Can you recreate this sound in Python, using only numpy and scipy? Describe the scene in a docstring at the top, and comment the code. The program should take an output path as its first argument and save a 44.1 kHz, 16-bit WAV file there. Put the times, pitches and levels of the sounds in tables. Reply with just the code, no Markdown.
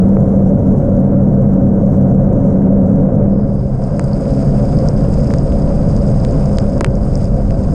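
"""Bicycle on a wet street at night

Heard from a camera on the handlebar. Wind buffets the microphone, the tyres roar and spray,
the road shakes frame, fork and mount, and the tread hums. About halfway, the wet disc brake
starts to hiss by friction. Grit ticks under the tyres, then in the brake.
Thrown drops tap the camera case."""
import sys
import numpy as np
from scipy import signal
from scipy.fft import rfft, irfft
from scipy.io import wavfile
from scipy.ndimage import uniform_filter1d, minimum_filter1d

SR = 44100
rng = np.random.default_rng(int(sys.argv[2]) if len(sys.argv) > 2 else 0)


def output_pcm(signal):
    """Save a mono or channel-first signal as 16-bit PCM at the path in sys.argv[1].

    Samples are clipped to [-1, 1] before scaling.
    """
    pcm = np.clip(np.atleast_2d(signal).T, -1, 1) * 32767
    wavfile.write(sys.argv[1], SR, np.round(pcm).astype(np.int16))


N = 341334

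# Spectra: f/Hz, level/dB
WIND_SPECTRUM = [(4, -21), (14, -3.5), (28, 3.5), (55, -0.5), (90, -4), (120, -3.5), (180, -13.5),
                 (400, -26), (900, -72.5), (4000, -110)]
ROAR_SPECTRUM = [(200, -4.5), (600, 2), (780, 4.5), (870, -4), (940, 0), (1150, -5), (1550, -10),
                 (1800, -20.5), (2100, -22), (2600, -33), (4000, -45), (9000, -64), (16000, -75.5)]
SPRAY_SPECTRUM = [(1500, -7.5), (3000, -2), (4600, -8), (5400, -0.5), (6400, 2), (8000, -3.5), (10000, -9),
                  (13000, -14), (16000, -18)]
SPLASH_SPECTRUM = [(1000, -20), (3800, -1.5), (4950, 5), (5700, -6.5), (6500, 1), (7400, -5), (8500, 0),
                   (9800, -16.5), (12000, -27), (16000, -36)]
TICK_SPECTRUM = [(2000, -50), (3900, -30), (4500, -8.5), (5000, 3.5), (5900, -10.5), (6700, -6.5),
                 (8000, -15.5), (8700, -10), (10500, -23), (12000, -36.5), (16000, -44)]
SCRAPE_SPECTRUM = [(600, -10), (1500, 6), (2400, 2), (3100, -2.5), (4000, -6), (5900, -6.5), (6450, 3),
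                   (7500, -3), (8550, 4), (9100, -5), (9700, -16), (11000, -18.5), (12400, -19.5),
                   (14000, -26), (15500, -32.5)]

# Resonances: f/Hz, width/Hz, level/dB
FRAME_MODES = [(137.7, 31, 2), (153, 41, -2.5), (193.5, 30, -6.5)]
FORK_MODES = [(211.3, 40, -2), (238.6, 22, 0), (270.3, 17, 1), (298.7, 12, -5), (321, 26, -10),
              (369.6, 33, -10)]
MOUNT_MODES = [(443, 40, -2.5), (478.6, 56, -5), (521, 30, 1), (551.4, 26, 1), (576, 15, 1.5),
               (599, 30, -10), (655.5, 43, -8), (721.6, 95, -14.5), (833, 16, -22.5), (923, 34, -23),
               (950, 30, -25.5)]
HISS_RING_MODES = [(4910, 420, 2.5), (5130, 450, -1.5)]
BRAKE_DRONE_MODES = [(386, 16, 1.5), (577, 11, 1.5), (657, 14, 0.5), (695, 60, -6.5)]

# Envelopes: t/s, relative level/dB
ROAD_SHAKE = [(0, 0), (2.2, 0), (3.2, 0.8), (3.65, -7.5), (3.9, -5.5), (4.75, -1.5), (5.2, -3.5), (6.5, -3),
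              (7.0, -5.5), (7.74, -6)]
ROAD_WETNESS = [(0, 0), (0.5, 1), (0.95, 0), (1.12, -4), (1.35, -1.5), (1.72, -1.5), (1.87, 1.5),
                (2.25, -3), (2.48, 1.5), (2.7, -3), (2.9, -0.5), (3.25, -4.5), (7.74, -2)]
BRAKE_HISS_LEVEL = [(3.25, -16), (3.4, -13), (3.6, -10), (3.95, -6), (4.35, -0.5), (5.0, -1), (5.3, -1),
                    (5.55, -2), (6.55, 0), (6.78, -4), (6.85, -12), (6.97, -5.5), (7.25, 1), (7.31, -6.5),
                    (7.74, -2.5)]  # dips briefly after the loud knocks

# Rate of tread blocks meeting the road: t/s, f/Hz
TREAD_RATE = [(0, 96), (1.3, 98.3), (2.6, 95.8), (3.5, 99.7), (4.3, 101.4), (5.3, 103), (6.2, 99.2),
              (7.0, 102.4), (7.74, 98)]
# Tread harmonics 1-3: relative level/dB
TREAD_HARMONICS = [-7.5, 0, -22.5]
# Camera case modes: f/Hz, level/dB, t60/s
CASE_MODES = [(760, 4.5, 0.0035), (1220, 11, 0.0024), (1880, 5.5, 0.0031), (2380, 4, 0.0023),
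              (3050, -9.5, 0.0026)]
# Drops: t/s, tap/dB, splash/dB, thud/dB, pitch factor, t60 factor, hardness/(dB per mode), splash f/Hz
DROP_HITS = [(0.169, -15.5, -58, -6, 0.88, 1.4, -3.5, 6000), (3.995, -12, -17, -22, 0.95, 1.1, 0.5, 8000),
             (4.2556, -30, -41, -41, 1.2, 1, 0, 6500), (5.3052, -17.5, -39, -27, 0.91, 3.2, -0.5, 6500),
             (5.3379, -14.5, -22, -15, 1, 0.77, 0.5, 4500), (5.5222, -27.5, -36, -34, 1.5, 1, 2, 6500),
             (6.2493, -19.5, -20.5, -28, 1.36, 0.92, 0, 5500),
             (6.5850, -15, -14.5, -18, 1.17, 0.9, 2, 5000), (6.8090, 3.5, 0, -1.5, 0.92, 1.2, -1, 10000),
             (6.8120, -3, -16, 5, 0.85, 1.4, 1, 5500), (6.8453, 2.5, -5.5, -17, 1.13, 1.3, 1, 10500),
             (6.8476, -9, -27, -27, 1.25, 1.3, 5, 8500), (6.8640, -23, -32, -29, 1.4, 1, -2, 8000),
             (7.5069, -24, -28, -38, 1.4, 1, -2, 5000)]
# Coarse grains: t/s, relative peak/dB, f/Hz, width/Hz
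GRIT_TICKS = [(0.968, -41, 6500, 2500), (1.351, -44, 6000, 5000), (1.536, -43, 7200, 1800),
              (1.862, -41, 7000, 3500), (2.861, -43.5, 6800, 3500), (3.4123, -48, 5130, 905),
              (3.8394, -29, 6030, 4000), (4.041, -27, 8300, 2500), (4.1323, -27, 4550, 600),
              (4.2805, -36, 5200, 2500), (4.655, -33, 5300, 2500), (4.7887, -26, 4500, 2500),
              (4.887, -14.5, 5900, 4000), (4.966, -31, 4800, 3000), (5.212, -29, 5800, 3500),
              (5.2450, -28.5, 6400, 3500), (5.273, -30, 5030, 1500), (5.302, -29, 5600, 3500),
              (5.3848, -23, 6000, 3500), (5.4343, -34, 8400, 900), (5.48, -36, 5200, 1500),
              (5.914, -31, 5600, 4000), (5.9652, -24, 6200, 3000), (5.988, -32, 5500, 2500),
              (6.0204, -31, 4800, 1500), (6.2375, -33, 5200, 2000), (6.324, -30.5, 6900, 1500),
              (6.4582, -25.5, 6200, 3500), (6.493, -34, 7600, 2200), (6.531, -31, 5600, 2500),
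              (6.5717, -27, 5800, 3500), (6.6000, -29, 5800, 3000), (6.7347, -33, 6000, 4000),
              (6.7800, -28, 6000, 4000), (6.9544, -29.5, 6000, 3000), (7.1550, -18.5, 5860, 3000),
              (7.177, -29, 8300, 1800), (7.2317, -34, 5200, 2000), (7.244, -28, 6500, 5000),
              (7.256, -29, 4970, 900)]

BRAKE_ON_S, RING_RISE_S, SCRAPE_RISE_S = 3.22, 0.12, 0.5


def amp(db):
    """dB to gain."""
    return 10 ** (np.asarray(db) / 20)


def unit(x):
    """Scale to rms 1."""
    return x / np.sqrt(np.mean(x ** 2) + 1e-20)


def peaked(x):
    """Scale to peak 1."""
    return x / np.abs(x).max()


def curve(rows):
    """(t/s, value) rows at every sample."""
    return np.interp(np.arange(N) / SR, *np.transpose(rows))


def ramp(start_s, length_s):
    """Linear 0 to 1, then held."""
    return np.clip((np.arange(N) / SR - start_s) / length_s, 0, 1)


def add(mix, start_s, sound):
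    """Mix in at start_s."""
    part = mix[round(start_s * SR):][:len(sound)]
    part += sound[:len(part)]


def colour(x, spectrum):
    """Filter by (f/Hz, level/dB) points."""
    hz, db = np.transpose(spectrum)
    f_hz = np.fft.rfftfreq(len(x), 1 / SR)
    gain_db = np.interp(np.log(f_hz + 1), np.log(hz), db)
    return irfft(rfft(x) * amp(gain_db), len(x))


def resonate(x, modes):
    """Filter by steep resonances; powers add."""
    f_hz = np.fft.rfftfreq(len(x), 1 / SR)
    power = sum(amp(db) ** 2 / (1 + (2 * (f_hz - hz) / width_hz) ** 2) ** 2
                for hz, width_hz, db in modes)
    return irfft(rfft(x) * np.sqrt(power), len(x))


def noise():
    """White noise."""
    return rng.standard_normal(N)


def wander(rate_hz):
    """Random drift up to about rate_hz, rms 1."""
    f_hz = np.fft.rfftfreq(N, 1 / SR)
    return unit(irfft(rfft(noise()) * np.exp(-(f_hz / rate_hz) ** 2), N))


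def crackle(per_s, decay_s, spread_db=4.5):
    """Tiny random bursts: many faint, few strong."""
    size = amp(spread_db * np.minimum(rng.exponential(1, N), 4))
    hits = size * (rng.random(N) < per_s / SR)
    power = signal.lfilter([1], [1, -np.exp(-1 / (decay_s * SR))], hits ** 2)
    return unit(np.sqrt(power) * noise())


def burst(decay_s):
    """Whitened spatter, onset at mid-buffer."""
    t = np.arange(1024) / SR
    fade = np.concatenate([np.zeros(len(t)), np.exp(-t / decay_s)])
    spectrum = rfft(fade * rng.standard_normal(len(fade)))
    return irfft(spectrum / np.abs(spectrum)) * np.sqrt(fade)


def steadied(x, window_s):
    """Even out lulls and surges."""
    size = int(window_s * SR)
    power = uniform_filter1d(uniform_filter1d(x ** 2, size), size)
    return unit(x / (power + 1e-9) ** 0.25)


def wind(base_db=-19, rise_db=5, gust_db=0.15):
    """Low turbulence at the microphone port; the headwind freshens halfway."""
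    level_db = base_db + rise_db * ramp(start_s=4.1, length_s=0.9) + gust_db * wander(rate_hz=1.6)
    return steadied(colour(noise(), WIND_SPECTRUM), window_s=0.057) * amp(level_db)


def tyre_roar(base_db=-35, shake_follow=0.84, braking_db=4, flutter_db=0.98):
    """Dull roar of the wet road, raised by braking."""
    roar = unit(colour(noise(), ROAR_SPECTRUM))
    load_db = shake_follow * curve(ROAD_SHAKE) + braking_db * ramp(BRAKE_ON_S, length_s=0.64)
    return roar * amp(base_db + load_db + flutter_db * wander(rate_hz=27))


def tyre_spray(base_db=-60, droplets_db=-5, patchy_db=1.1):
    """Fizz of fine droplets, swelling on wetter patches."""
    fizz = noise() + amp(droplets_db) * crackle(per_s=200, decay_s=0.0004)
    wetness_db = curve(ROAD_WETNESS) + patchy_db * wander(rate_hz=25)
    return unit(colour(fizz, SPRAY_SPECTRUM)) * amp(base_db + wetness_db)


def frame_rattle(frame_db=-15, fork_db=-17, mount_db=-20.5, braking_db=2):
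    """Rough asphalt shakes frame, fork and camera mount; braking loads the frame."""
    load_db = braking_db * amp(curve(BRAKE_HISS_LEVEL)) * ramp(BRAKE_ON_S, SCRAPE_RISE_S)
    shake_db = curve(ROAD_SHAKE)
    frame = unit(resonate(noise(), FRAME_MODES)) * amp(frame_db + 0.75 * shake_db + load_db)
    fork = unit(resonate(noise(), FORK_MODES)) * amp(fork_db + 1.41 * shake_db)
    mount = unit(resonate(noise(), MOUNT_MODES)) * amp(mount_db + 0.9 * shake_db)
    return frame + fork + mount


def tread_hum(base_db=-11.5, shake_follow=0.67, skip_db=6, braking_db=-5.5, drift=0.018):
    """Tread blocks strike near 100 Hz; the hum dips as the tyre skips and falls as braking begins."""
    rate_hz = curve(TREAD_RATE) * (1 + drift * wander(rate_hz=15.7))
    cycles = np.cumsum(rate_hz) / SR
    hum = np.zeros(N)
    for k, db in enumerate(TREAD_HARMONICS, 1):
        dip_db = skip_db * np.maximum(wander(rate_hz=18), 0) ** 2
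        hum += amp(db - dip_db) * np.sin(2 * np.pi * (k * cycles + rng.random()))
    fall_db = braking_db * ramp(start_s=3.44, length_s=0.32)
    return np.sqrt(2) * hum * amp(base_db + shake_follow * curve(ROAD_SHAKE) + fall_db)


def drops(thud_hz=410, thud_s=0.0017, flatten_s=0.00024, splash_width_hz=9000):
    """Each drop pushes the case, rings its modes and splashes; hard hits favour upper modes."""
    out = np.zeros(N)
    t = np.arange(1024) / SR
    thud = peaked(np.sin(2 * np.pi * thud_hz * t) * t * np.exp(-2 * t / thud_s))
    soft_onset = 1 - np.exp(-(t / flatten_s) ** 2)
    for at_s, tap_db, splash_db, thud_db, pitch, t60_factor, hardness_db, splash_hz in DROP_HITS:
        tap = np.zeros(len(t))
        for k, (hz, db, t60_s) in enumerate(CASE_MODES):
            mode_db = db + k * hardness_db - 60 * t / (t60_s * t60_factor)
            tap += (-1) ** k * amp(mode_db) * np.sin(2 * np.pi * hz * pitch * t)
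        spatter = colour(burst(decay_s=0.00091), SPLASH_SPECTRUM)
        splash = resonate(spatter, [(splash_hz, splash_width_hz, 0)])
        add(out, at_s, amp(tap_db) * peaked(tap * soft_onset) + amp(thud_db) * thud)
        add(out, at_s - len(splash) / 2 / SR, amp(splash_db) * peaked(splash))
    return out


def coarse_grit(gain_db=-1):
    """One bright tick per grain, under the tyres, then in the brake; narrow bands ping."""
    out = np.zeros(N)
    for at_s, db, hz, width_hz in GRIT_TICKS:
        click = colour(burst(decay_s=0.00098), TICK_SPECTRUM)
        tick = resonate(click, [(hz, width_hz, 0)])
        add(out, at_s - len(tick) / 2 / SR, amp(db + gain_db) * peaked(tick))
    return out


def fine_grit(low_hz=2500, high_hz=9500, width_hz=1800, bands=7):
    """Tiny ticks between pad and disc, in evenly spaced bands."""
    return unit(sum(resonate(crackle(per_s=220, decay_s=0.00078), [(hz, width_hz, 0)])
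                    for hz in np.linspace(low_hz, high_hz, bands)))


def disc_brake(scrape_db=-48.5, ring_db=-51, drone_db=-32, grit_db=-6, flutter_db=1.26):
    """Gritty friction of wet pads: broad scrape, low drone. A ring near 5 kHz in the hiss leads."""
    friction = noise() + amp(grit_db) * fine_grit()
    friction *= amp(flutter_db * wander(rate_hz=38))
    hiss_db = curve(BRAKE_HISS_LEVEL)
    scrape = unit(colour(friction, SCRAPE_SPECTRUM)) * amp(scrape_db + hiss_db)
    ring = unit(resonate(friction, HISS_RING_MODES)) * amp(ring_db + hiss_db)
    drone = unit(resonate(friction, BRAKE_DRONE_MODES)) * amp(drone_db)
    return ramp(BRAKE_ON_S, RING_RISE_S) * ring + ramp(BRAKE_ON_S, SCRAPE_RISE_S) * (scrape + drone)


def scene():
    """Close sources, open street, mono."""
    riding = tread_hum() + frame_rattle() + wind() + tyre_roar() + tyre_spray()
    return (riding + disc_brake() + coarse_grit() + drops())[None]


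def record(dry, ceiling=0.84, knee_db=-4, hold_s=0.0072, cutoff_hz=15850):
    """Soft look-ahead limiter, then low-pass."""
    size = int(hold_s * SR)
    peak = np.abs(dry) + 1e-9
    knee = amp(knee_db)
    headroom = ceiling - knee
    allowed = np.minimum(peak, knee) + headroom * np.tanh(np.maximum(peak - knee, 0) / headroom)
    gain = minimum_filter1d(allowed / peak, 2 * size)
    limited = dry * uniform_filter1d(uniform_filter1d(gain, size), size)
    lowpass = signal.firwin(511, cutoff_hz, window=("kaiser", 9), fs=SR)
    return signal.oaconvolve(limited, lowpass[None], "same")


dry = scene()
out = record(dry)
output_pcm(out)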